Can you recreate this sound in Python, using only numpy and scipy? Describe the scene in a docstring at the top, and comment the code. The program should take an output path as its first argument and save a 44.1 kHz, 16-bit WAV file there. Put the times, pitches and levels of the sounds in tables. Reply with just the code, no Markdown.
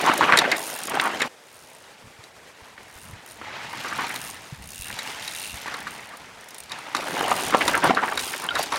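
"""Mountain bike on a dusty forest trail

Heard from three spots joined by hard cuts: near, far, near again. Tyres roll as grainy noise and crunch into
roots and stones in bursts of grit; pebbles ping as damped tones. Chain slaps are noise through resonances,
and the freehub ticks by ringing its shell at every tooth, mostly while the rider coasts. Wind noise and bumps
reach the microphone over a steady forest hush; the trunks return a short diffuse echo of the knocks.
"""
import sys
import numpy as np
from scipy import signal
from scipy.fft import rfft, irfft, next_fast_len
from scipy.io import wavfile
from scipy.ndimage import uniform_filter1d, map_coordinates

SR = 44100
rng = np.random.default_rng(int(sys.argv[2]) if len(sys.argv) > 2 else 0)


def wav_record(signal):
    """Record a signal, one row per channel, as 16-bit PCM in the file named by sys.argv[1]."""
    frames = np.transpose(np.atleast_2d(signal))
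    bounded = np.clip(frames, -1, 1)
    # unit amplitude maps onto the largest positive 16-bit level
    quanta = np.round(bounded * 32767).astype(np.int16)
    wavfile.write(sys.argv[1], SR, quanta)


N = 387198  # length in samples


def amp(db):
    """Amplitude factor of a level in dB."""
    return 10 ** (np.asarray(db) / 20)


def unit(x):
    """Scales a signal to rms 1."""
    return x / np.sqrt(np.mean(x ** 2) + 1e-20)


def along(points, hz):
    """Reads (pitch_hz, value) points on a log frequency axis."""
    point_hz, values = np.transpose(points)
    return np.interp(np.log(hz + 1), np.log(point_hz + 1), values)


def curve(rows):
    """One value per sample from (start_s, value) rows."""
    return np.interp(np.arange(N) / SR, *np.transpose(rows))


def wobble(rate):
    """A smooth random curve with rate knots a second."""
    knots = rng.standard_normal(int(N * rate / SR) + 4)
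    return map_coordinates(knots, [np.arange(N) * rate / SR])


def filtered(x, response):
    """Multiplies the spectrum of x by a response of frequency."""
    size = next_fast_len(len(x) + 4096)
    spectrum = rfft(x, size) * response(np.fft.rfftfreq(size, 1 / SR))
    return irfft(spectrum, size)[:len(x)]


def resonant(x, modes):
    """Passes x through parallel (pitch_hz, width_hz, level_db) resonances of alternating sign."""
    def response(f):
        total = 0
        for k, (centre, width, db) in enumerate(modes):
            band = 1j * f * width / (centre * centre - f * f + 1j * f * width)
            total = total + (-1) ** k * amp(db) * band
        return total
    return filtered(x, response)


def grainy(spectrum, lumps_db, rate, patchy_db):
    """Noise of rms 1 whose level jumps about, rate times a second, as grains give way; patches of pitch stand out."""
    lumpy_noise = amp(lumps_db * wobble(rate)) * rng.standard_normal(N)
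    z = signal.stft(lumpy_noise, nperseg=256)[2]
    field = uniform_filter1d(rng.standard_normal(z.shape), size=2, axis=0)
    field = uniform_filter1d(field, size=5, axis=1)
    noise = signal.istft(z * amp(patchy_db * unit(field)), nperseg=256)[1][:N]
    return unit(filtered(noise, lambda hz: amp(along(spectrum, hz))))


def add(track, s, sound):
    """Mixes a sound into the track at s seconds."""
    part = track[round(s * SR):][:len(sound)]
    part += sound[:len(part)]


def burst(t60, rise, length=.12):
    """White noise that swells for rise seconds and dies away by 60 dB in t60 seconds."""
    t = np.arange(round(length * SR)) / SR
    decay = amp(-60 * np.maximum(t - rise, 0) / t60)
    shape = np.minimum(t / max(rise, 1e-4), 1) * decay
    noise = shape * rng.standard_normal(len(t))
    return noise * np.linalg.norm(shape) / np.linalg.norm(noise)


# Hard cuts from the near spot to the far one and back: start_s
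SPOT_CUTS = [1.278, 6.949]
# Tyres rolling on dirt, jumping in level at each cut: start_s, level_db (relative)
ROLL_LEVEL = [(0.0, -26), (0.09, -19), (0.2, -28), (0.235, -19), (0.272, -26), (0.32, -20), (0.53, -26),
              (0.6, -33), (0.871, -41), (0.879, -29.5), (0.93, -27), (1.275, -31), (1.285, -55.5),
              (3.4, -47), (3.44, -39), (3.55, -35.5), (3.81, -37.5), (4.01, -31), (4.65, -51.5),
              (4.84, -55), (4.865, -41), (5.07, -36.5), (5.5, -45), (5.55, -41), (5.64, -42), (5.69, -35.5),
              (6.0, -41.5), (6.68, -49), (6.72, -38), (6.942, -41), (6.956, -35), (7.21, -24), (7.5, -31),
              (7.59, -38), (7.63, -28), (7.76, -29), (7.8, -36), (7.845, -16), (7.895, -16.5), (7.93, -32),
              (8.1, -33), (8.3, -37), (8.5, -35), (8.57, -30.5), (8.71, -37), (8.735, -30), (8.78, -34)]
# Colour of the roll close to the microphone: pitch_hz, level_db (per Hz, relative)
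ROLL_NEAR_COLOUR = [(35, -58), (60, -29.5), (169, -8), (210, -8.5), (275, -3.5), (520, -4), (810, 0.5),
                    (1180, -4.5), (1600, -5), (2390, -10), (2860, -10), (7000, -37), (9100, -63),
                    (15400, -120)]
# Colour of the roll at a distance: pitch_hz, level_db (per Hz, relative)
ROLL_FAR_COLOUR = [(59, -50), (100, -9), (270, -8), (400, -11), (560, -9), (900, -1), (1100, -5.5),
                   (1980, -3.5), (7000, -25.5), (9100, -56), (15400, -120)]


def tyre_roll(lumps):
    """Knobby tyres press on dirt that gives way in lumps; distance blends the grains into a smoother rush."""
    s = np.arange(N) / SR
    far = (s > SPOT_CUTS[0]) & (s < SPOT_CUTS[1])
    far_rush = grainy(ROLL_FAR_COLOUR, lumps_db=1.5, rate=280, patchy_db=2.5)
    near_rush = grainy(ROLL_NEAR_COLOUR, lumps_db=2.8, rate=300, patchy_db=3.5)
    rush = np.where(far, far_rush, near_rush)
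    return amp(curve(ROLL_LEVEL) - 0.49 + 1.1 * lumps) * rush


# Grit sprayed by the knobs: start_s, level_db (relative)
SPRAY_LEVEL = [(0.0, -35), (0.84, -43), (1.275, -41), (1.285, -60), (3.243, -59), (3.65, -49), (3.9, -40),
               (4.606, -55), (4.84, -53), (4.999, -38.5), (5.9, -47), (6.12, -55), (6.942, -51),
               (6.956, -40.5), (7.7, -35), (7.81, -41), (7.866, -32), (7.93, -43), (8.15, -44), (8.2, -36),
               (8.53, -46), (8.59, -31), (8.7, -40), (8.774, -38)]
# Colour of the flying grit: pitch_hz, level_db (per Hz, relative)
GRIT_COLOUR = [(800, -24), (2000, -0.5), (3500, -1), (6000, -5.5), (10000, -13), (16000, -24)]


def flying_grit(lumps):
    """Grit thrown by the knobs is a brighter grainy noise, swayed by the same lumps of dirt as the roll."""
    return amp(curve(SPRAY_LEVEL) + 1.0 + 1.0 * lumps) * grainy(GRIT_COLOUR, lumps_db=3.0, rate=400, patchy_db=2.5)


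# A tyre strikes a stone or root: start_s (of the peak), level_db (relative rms), pitch_hz, fall_s (over 5 dB)
STONE_STRIKES = [(0.209, -11, 900, .008), (0.324, -6, 1770, .0026), (0.336, -6, 1410, .003),
                 (0.358, -12, 1500, .0015), (0.376, -18, 2080, .014), (0.516, -15, 2000, .012),
                 (0.955, -23, 1500, .0012), (0.999, -12, 3000, .0015), (1.206, -20, 2010, .0075),
                 (1.22, -16, 2070, .0058), (2.78, -35, 2000, .0028), (3.416, -30, 1310, .0025),
                 (3.848, -27, 1300, .012), (3.989, -20, 970, .0096), (4.904, -28.5, 1830, .0016),
                 (4.991, -27.5, 1690, .0018), (5.66, -29, 900, .004), (5.742, -26, 1300, .006),
                 (5.871, -26.5, 1280, .007), (6.95, -16.5, 1150, .0045), (7.211, -14.5, 870, .0013),
                 (7.317, -11.5, 710, .0044), (7.548, -5, 705, .002), (7.907, -7.5, 744, .0023),
                 (7.971, -14.5, 1380, .011), (8.029, -16.5, 850, .012), (8.081, -20, 1900, .0042),
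                 (8.124, -18, 850, .002), (8.177, -22.5, 1350, .0061), (8.337, -20.5, 1820, .0017),
                 (8.556, -21, 1430, .014), (8.722, -19.5, 890, .013)]
# A tyre ploughs into loose dirt: start_s (of the peak), level_db (relative rms), pitch_hz, rise_s (over 5 dB)
DIRT_SWELLS = [(0.095, -16.5, 900, .039), (0.245, -18.5, 1340, .019), (0.297, -14, 1040, .011),
               (0.419, -20, 815, .007), (0.454, -20, 1660, .009), (0.954, -28, 1110, .015),
               (1.039, -25, 1100, .028), (1.071, -20, 810, .02), (3.735, -31, 900, .006),
               (3.927, -27, 1340, .01), (4.045, -29, 900, .012), (4.106, -29, 2070, .008),
               (6.137, -38, 1200, .008), (5.68, -28, 1310, .005), (7.544, -16, 1100, .012),
               (7.615, -16, 2180, .006), (7.684, -17.5, 1030, .0048), (7.752, -15.5, 1500, .011),
               (7.778, -22, 900, .01), (7.85, -13.5, 850, .0075), (8.459, -30, 1010, .02)]
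# Tyre casing resonance: pitch_hz, width_hz, level_db
CASING_MODES = [(1110, 3700, 0)]
STRIKE_RISE_S, SWELL_FALL_S = .0013, .006  # each over 5 dB


def crunches():
    """Each crunch is a swell of grains through the tyre casing, with one stone or stick loudest."""
    out = np.zeros(N)
    t = np.arange(-SR // 20, SR // 8) / SR  # the peak is at t = 0
    rows = [(s, db, hz, STRIKE_RISE_S, fall) for s, db, hz, fall in STONE_STRIKES]
    rows += [(s, db, hz, rise, SWELL_FALL_S) for s, db, hz, rise in DIRT_SWELLS]
    for s, db, hz, rise, fall in rows:
        swell = amp(-5 * np.where(t < 0, (t / rise) ** 2, t / fall))
        sizes = np.repeat(rng.standard_normal(len(t)), 70)[:len(t)]  # each grain lasts 70 samples
        grit = amp(3.5 * sizes) * rng.standard_normal(len(t))
        stone = resonant(grit, [(hz, 0.39 * hz, 0), (1200, 1700, -9), (280, 200, -6)])
        through_casing = resonant(resonant(stone, CASING_MODES), CASING_MODES)
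        sound = swell * through_casing
        add(out, s + t[0], amp(db - 0.76) * np.linalg.norm(swell) * sound / np.linalg.norm(sound))
    return out


# The rider coasts: first_s, middle_s, last_s (ticks), teeth passing (count),
# first_level_db, middle_level_db, last_level_db (relative)
COAST_RUNS = [(0.569, .689, 0.817, 23, -24, -28, -27), (0.836, .863, 0.898, 3, -24, -25, -25),
              (1.014, 1.05, 1.077, 3, -23, -30, -30), (1.439, 1.62, 1.824, 27, -47, -44, -45),
              (2.614, 2.65, 2.686, 5, -52, -50, -49), (2.884, 3.016, 3.137, 22, -46, -40, -46),
              (3.263, 3.316, 3.374, 9, -38, -39, -43), (4.177, 4.272, 4.356, 17, -32, -32, -39),
              (4.369, 4.482, 4.606, 20, -43, -44, -46), (4.624, 4.791, 4.943, 24, -37, -31, -33),
              (5.032, 5.118, 5.201, 14, -37, -38, -42), (5.225, 5.246, 5.267, 5, -35, -34, -35),
              (5.297, 5.457, 5.633, 28, -33, -31, -37), (5.77, 5.797, 5.828, 3, -36, -38, -38),
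              (5.909, 5.939, 5.981, 6, -35, -39, -39), (6.007, 6.05, 6.093, 5, -40, -41, -40),
              (6.79, 6.84, 6.894, 6, -43, -46, -45), (7.013, 7.136, 7.283, 19, -37, -31, -30),
              (7.296, 7.388, 7.483, 14, -29, -25.5, -24), (7.572, 7.669, 7.777, 12, -30, -27, -25),
              (8.044, 8.094, 8.157, 7, -35, -32, -35), (8.202, 8.303, 8.465, 19, -27, -27, -28.5)]
# Single teeth slip while the rider pedals: start_s, level_db (relative)
PEDAL_SLIPS = [(0.015, -26), (0.064, -24), (0.139, -21), (0.178, -18), (0.954, -30), (2.833, -43),
               (3.702, -41), (3.73, -40), (3.757, -40), (3.775, -43), (3.799, -40), (3.81, -40),
               (3.838, -40), (3.862, -41), (3.884, -37), (3.899, -40), (3.934, -40), (3.969, -36),
               (3.977, -37), (4.009, -32), (4.035, -37), (4.068, -33), (4.083, -35), (4.094, -33),
               (4.114, -34), (4.124, -32), (4.143, -31), (4.154, -32), (4.16, -26), (5.278, -29),
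               (5.887, -37), (6.172, -38), (6.2, -45), (6.411, -45), (6.444, -39), (6.487, -35),
               (6.509, -32), (6.546, -31), (6.584, -32), (6.605, -29), (6.638, -32.5), (6.929, -42),
               (7.508, -25), (7.843, -22), (8.177, -25), (8.593, -24), (8.631, -21), (8.758, -30)]
SLOW_ENDS = .22  # the ticks slow by this share where the pedals stop and catch up again


def ticks():
    """Times and levels of every tooth that a pawl drops over, bent through the middle tick of each coast."""
    rows = [np.array(PEDAL_SLIPS)]
    for first, middle, last, teeth, *level_db in COAST_RUNS:
        u = np.linspace(0, 1, round(teeth) + 1)
        # weights of a parabola through the first, middle and last tick
        bend = np.array([(1 - u) * (1 - 2 * u), 4 * u * (1 - u), u * (2 * u - 1)]).T
        slowing = (last - first) * SLOW_ENDS * np.sin(2 * np.pi * u) / (2 * np.pi)
        s = bend @ [first, middle, last] + slowing
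        rows.append(np.transpose([s, bend @ level_db]))
    return np.concatenate(rows).T


# Ringing modes of the hub shell: pitch_hz, width_hz, level_db (added to each drop's own strength)
SHELL_MODES = [(2750, 170, 5.5), (3850, 400, -1), (5200, 1400, -6), (6700, 900, -4.5), (8900, 480, 2.5),
               (10600, 2200, -5.5), (13200, 2200, -14), (15100, 650, -13)]
# The hub's low modes beam sideways and swell when the wheel is seen side-on: start_s, level_db
SIDE_ON_SWELL = [(0, -8), (1.28, -8), (4.79, -3), (4.86, 4), (5, -2), (5.38, 0), (5.44, 5), (5.53, 4),
                 (5.6, -6), (8.78, -3)]
BEAMED_HZ = 4500  # modes below this beam sideways
PAWL_DB, BUZZ_T60_S = 9, .024  # the drop itself over the start of the buzz that follows it


def freehub():
    """A pawl drops at every tooth, unevenly; each drop rings the shell's modes at new strengths."""
    s, tick_db = ticks()
    chance = rng.standard_normal((len(s), 2 + len(SHELL_MODES)))
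    times = s - .0012 + 0.00046 * chance[:, 0]
    levels = tick_db + 1.2 * chance[:, 1]
    beam_db = np.interp(times, *np.transpose(SIDE_ON_SWELL))
    loss = amp(-60 / SR / BUZZ_T60_S)  # per sample
    out = np.zeros(N)
    for mode, share in zip(SHELL_MODES, chance[:, 2:].T):
        strength = levels + 4.5 + 2.6 * share + beam_db * (mode[0] < BEAMED_HZ)
        # faint ticks are far, and air dulls them
        strength -= .012 * np.maximum(-30 - levels, 0) * mode[0] / 1000
        drops = np.bincount(np.round(times * SR).astype(int), amp(strength), N)
        buzz = signal.lfilter([1], [1, -loss], drops) * rng.standard_normal(N)
        out += resonant(amp(PAWL_DB) * drops + buzz, [mode])
    return out


# Chain slaps on the frame: start_s, level_db (relative)
CHAIN_SLAPS = [(0.3726, 3.5), (0.3875, 4), (0.5152, -4), (0.562, -17), (0.9976, -15), (1.2, -15),
               (1.2171, -6), (2.2383, -27), (3.856, -24), (4.068, -21), (4.1589, -15), (4.9886, -11),
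               (5.224, -23), (5.2769, -13), (5.312, -20), (5.66, -26), (5.678, -22), (5.7404, -16),
               (5.873, -22), (6.695, -24), (6.7176, -14.5), (6.9486, -9.5), (6.9654, -11), (7.6784, -1.5),
               (7.947, -16), (8.174, -9), (8.1928, -9), (8.5525, -9), (8.59, -15), (8.632, -15),
               (8.7205, -13), (8.757, -19)]
# Resonances of the slapping chain: pitch_hz, width_hz, level_db
CHAIN_MODES = [(1910, 380, 2.5), (3700, 150, 9), (3910, 150, 9), (4470, 350, 2.5), (5600, 500, -2),
               (7130, 400, -2.5), (9300, 1700, -10), (12600, 1500, -20)]
RATTLE_T60_S = .027


def slaps():
    """Chain links hit the stay: a brief rattle of noise through resonances."""
    blows = np.zeros(N)
    for s, db in CHAIN_SLAPS:
        add(blows, s, amp(db - 4) * burst(RATTLE_T60_S, rise=0.00046))
    return resonant(blows, CHAIN_MODES)


# Pebbles off spokes and frame: start_s, level_db (before the soft start), pitch_hz, t60_s
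PEBBLE_PINGS = [(0.998, -8, 1550, .014), (3.886, -32, 5850, .04), (8.6, -31, 4680, .2),
                (8.489, -4, 3100, 0.011), (8.488, -20, 1540, 0.031), (8.506, -23.5, 3800, 0.034),
                (8.508, -19, 1404, 0.082), (8.552, -20, 1670, .06), (8.725, -34, 10140, 0.064),
                (8.756, -42, 10100, 0.082)]


def pings():
    """Pebbles ring spokes and frame as damped single tones with a soft start."""
    out, t = np.zeros(N), np.arange(SR // 4) / SR
    for s, db, hz, t60 in PEBBLE_PINGS:
        envelope = amp(db - 60 * t / t60) * (1 - np.exp(-t / 0.00083))
        add(out, s, envelope * np.sin(2 * np.pi * hz * t))
    return out


# Diffuse echo off the trunks, shorter towards the treble: pitch_hz, t60_s
TRUNK_DECAY = [(300, 0.48), (2000, 0.13), (10000, 0.058)]


def trunks(x):
    """Trunks scatter sound into a decaying noise tail, soonest lost in the treble; it ends at each cut."""
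    hz, t, z = signal.stft(rng.standard_normal(SR // 3), SR, nperseg=256)
    decay = amp(-60 * t / along(TRUNK_DECAY, hz)[:, None])
    tail = signal.istft(z * decay, SR, nperseg=256)[1]
    tail = np.pad(tail / np.linalg.norm(tail), (120, 0))  # the echo starts 120 samples late
    spots = np.split(x, np.round(np.array(SPOT_CUTS) * SR).astype(int))
    return np.concatenate([signal.fftconvolve(spot, tail)[:len(spot)] for spot in spots])


# Wind on the microphone: start_s, level_db (relative)
WIND_LEVEL = [(0.0, -65), (1.275, -65), (1.285, -78), (2.075, -54), (2.572, -72), (2.987, -51),
              (3.233, -60), (4.8, -52), (6.942, -64), (6.956, -59), (7.5, -46), (8.1, -54), (8.774, -55)]
# Colour of the wind: pitch_hz, level_db (per Hz, relative)
WIND_COLOUR = [(20, -27), (45, -14.5), (70, -7), (130, -9.5), (250, -13), (500, -60)]


def wind():
    """Moving air presses on the microphone as a low, slowly lumpy noise."""
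    return amp(curve(WIND_LEVEL) + 0.5) * grainy(WIND_COLOUR, lumps_db=5.5, rate=14, patchy_db=1.5)


# Wind bumps on the microphone, mostly at the far spot: start_s, level_db (relative), pitch_hz
WIND_BUMPS = [(2.04, -43, 90), (2.19, -43, 110), (2.62, -45, 80), (2.958, -43, 67.3), (3.131, -32, 103),
              (3.973, -41, 150), (4.524, -28, 135), (4.796, -35, 72.7), (4.814, -40, 53.8),
              (5.539, -34.5, 73.4), (7.869, -25, 148.5)]


def bumps():
    """A gust pushes the diaphragm: a low sine that swells and dies within hundredths of a second."""
    out, t = np.zeros(N), np.arange(round(.08 * SR)) / SR
    for s, db, hz in WIND_BUMPS:
        push = (t / 0.0078) * np.exp(-t / 0.0044)
        add(out, s, amp(db + 14) * np.sin(2 * np.pi * hz * t) * push)
    return out


# Colour of the steady forest hush: pitch_hz, level_db (per Hz, relative)
FOREST_COLOUR = [(59, -58), (100, -22), (300, -13), (480, -7), (2580, -19.5), (9210, -24), (16000, -38)]
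FOREST_DB = -52  # rms


def forest_hush():
    """The forest around the trail is a faint noise of steady level."""
    return amp(FOREST_DB) * grainy(FOREST_COLOUR, lumps_db=1.5, rate=30, patchy_db=1.5)


def scene():
    """Knocks and their echo over the roll, the grit, the wind and the hush."""
    lumps = wobble(25)  # the dirt under both roll and grit
    knocks = crunches() + freehub() + slaps() + pings()
    echo = amp(-14) * trunks(knocks)
    bed = tyre_roll(lumps) + flying_grit(lumps) + wind() + forest_hush()
    return (knocks + echo + bed + bumps())[None]


TOP_HZ = 15900  # band limit


def record(dry):
    """Peaks clip just below full scale; then nothing is kept above the band limit."""
    clipped = np.clip(dry[0], -.97, .97)
    return filtered(clipped, lambda hz: hz < TOP_HZ)[None]


dry = scene()
out = record(dry)
wav_record(out)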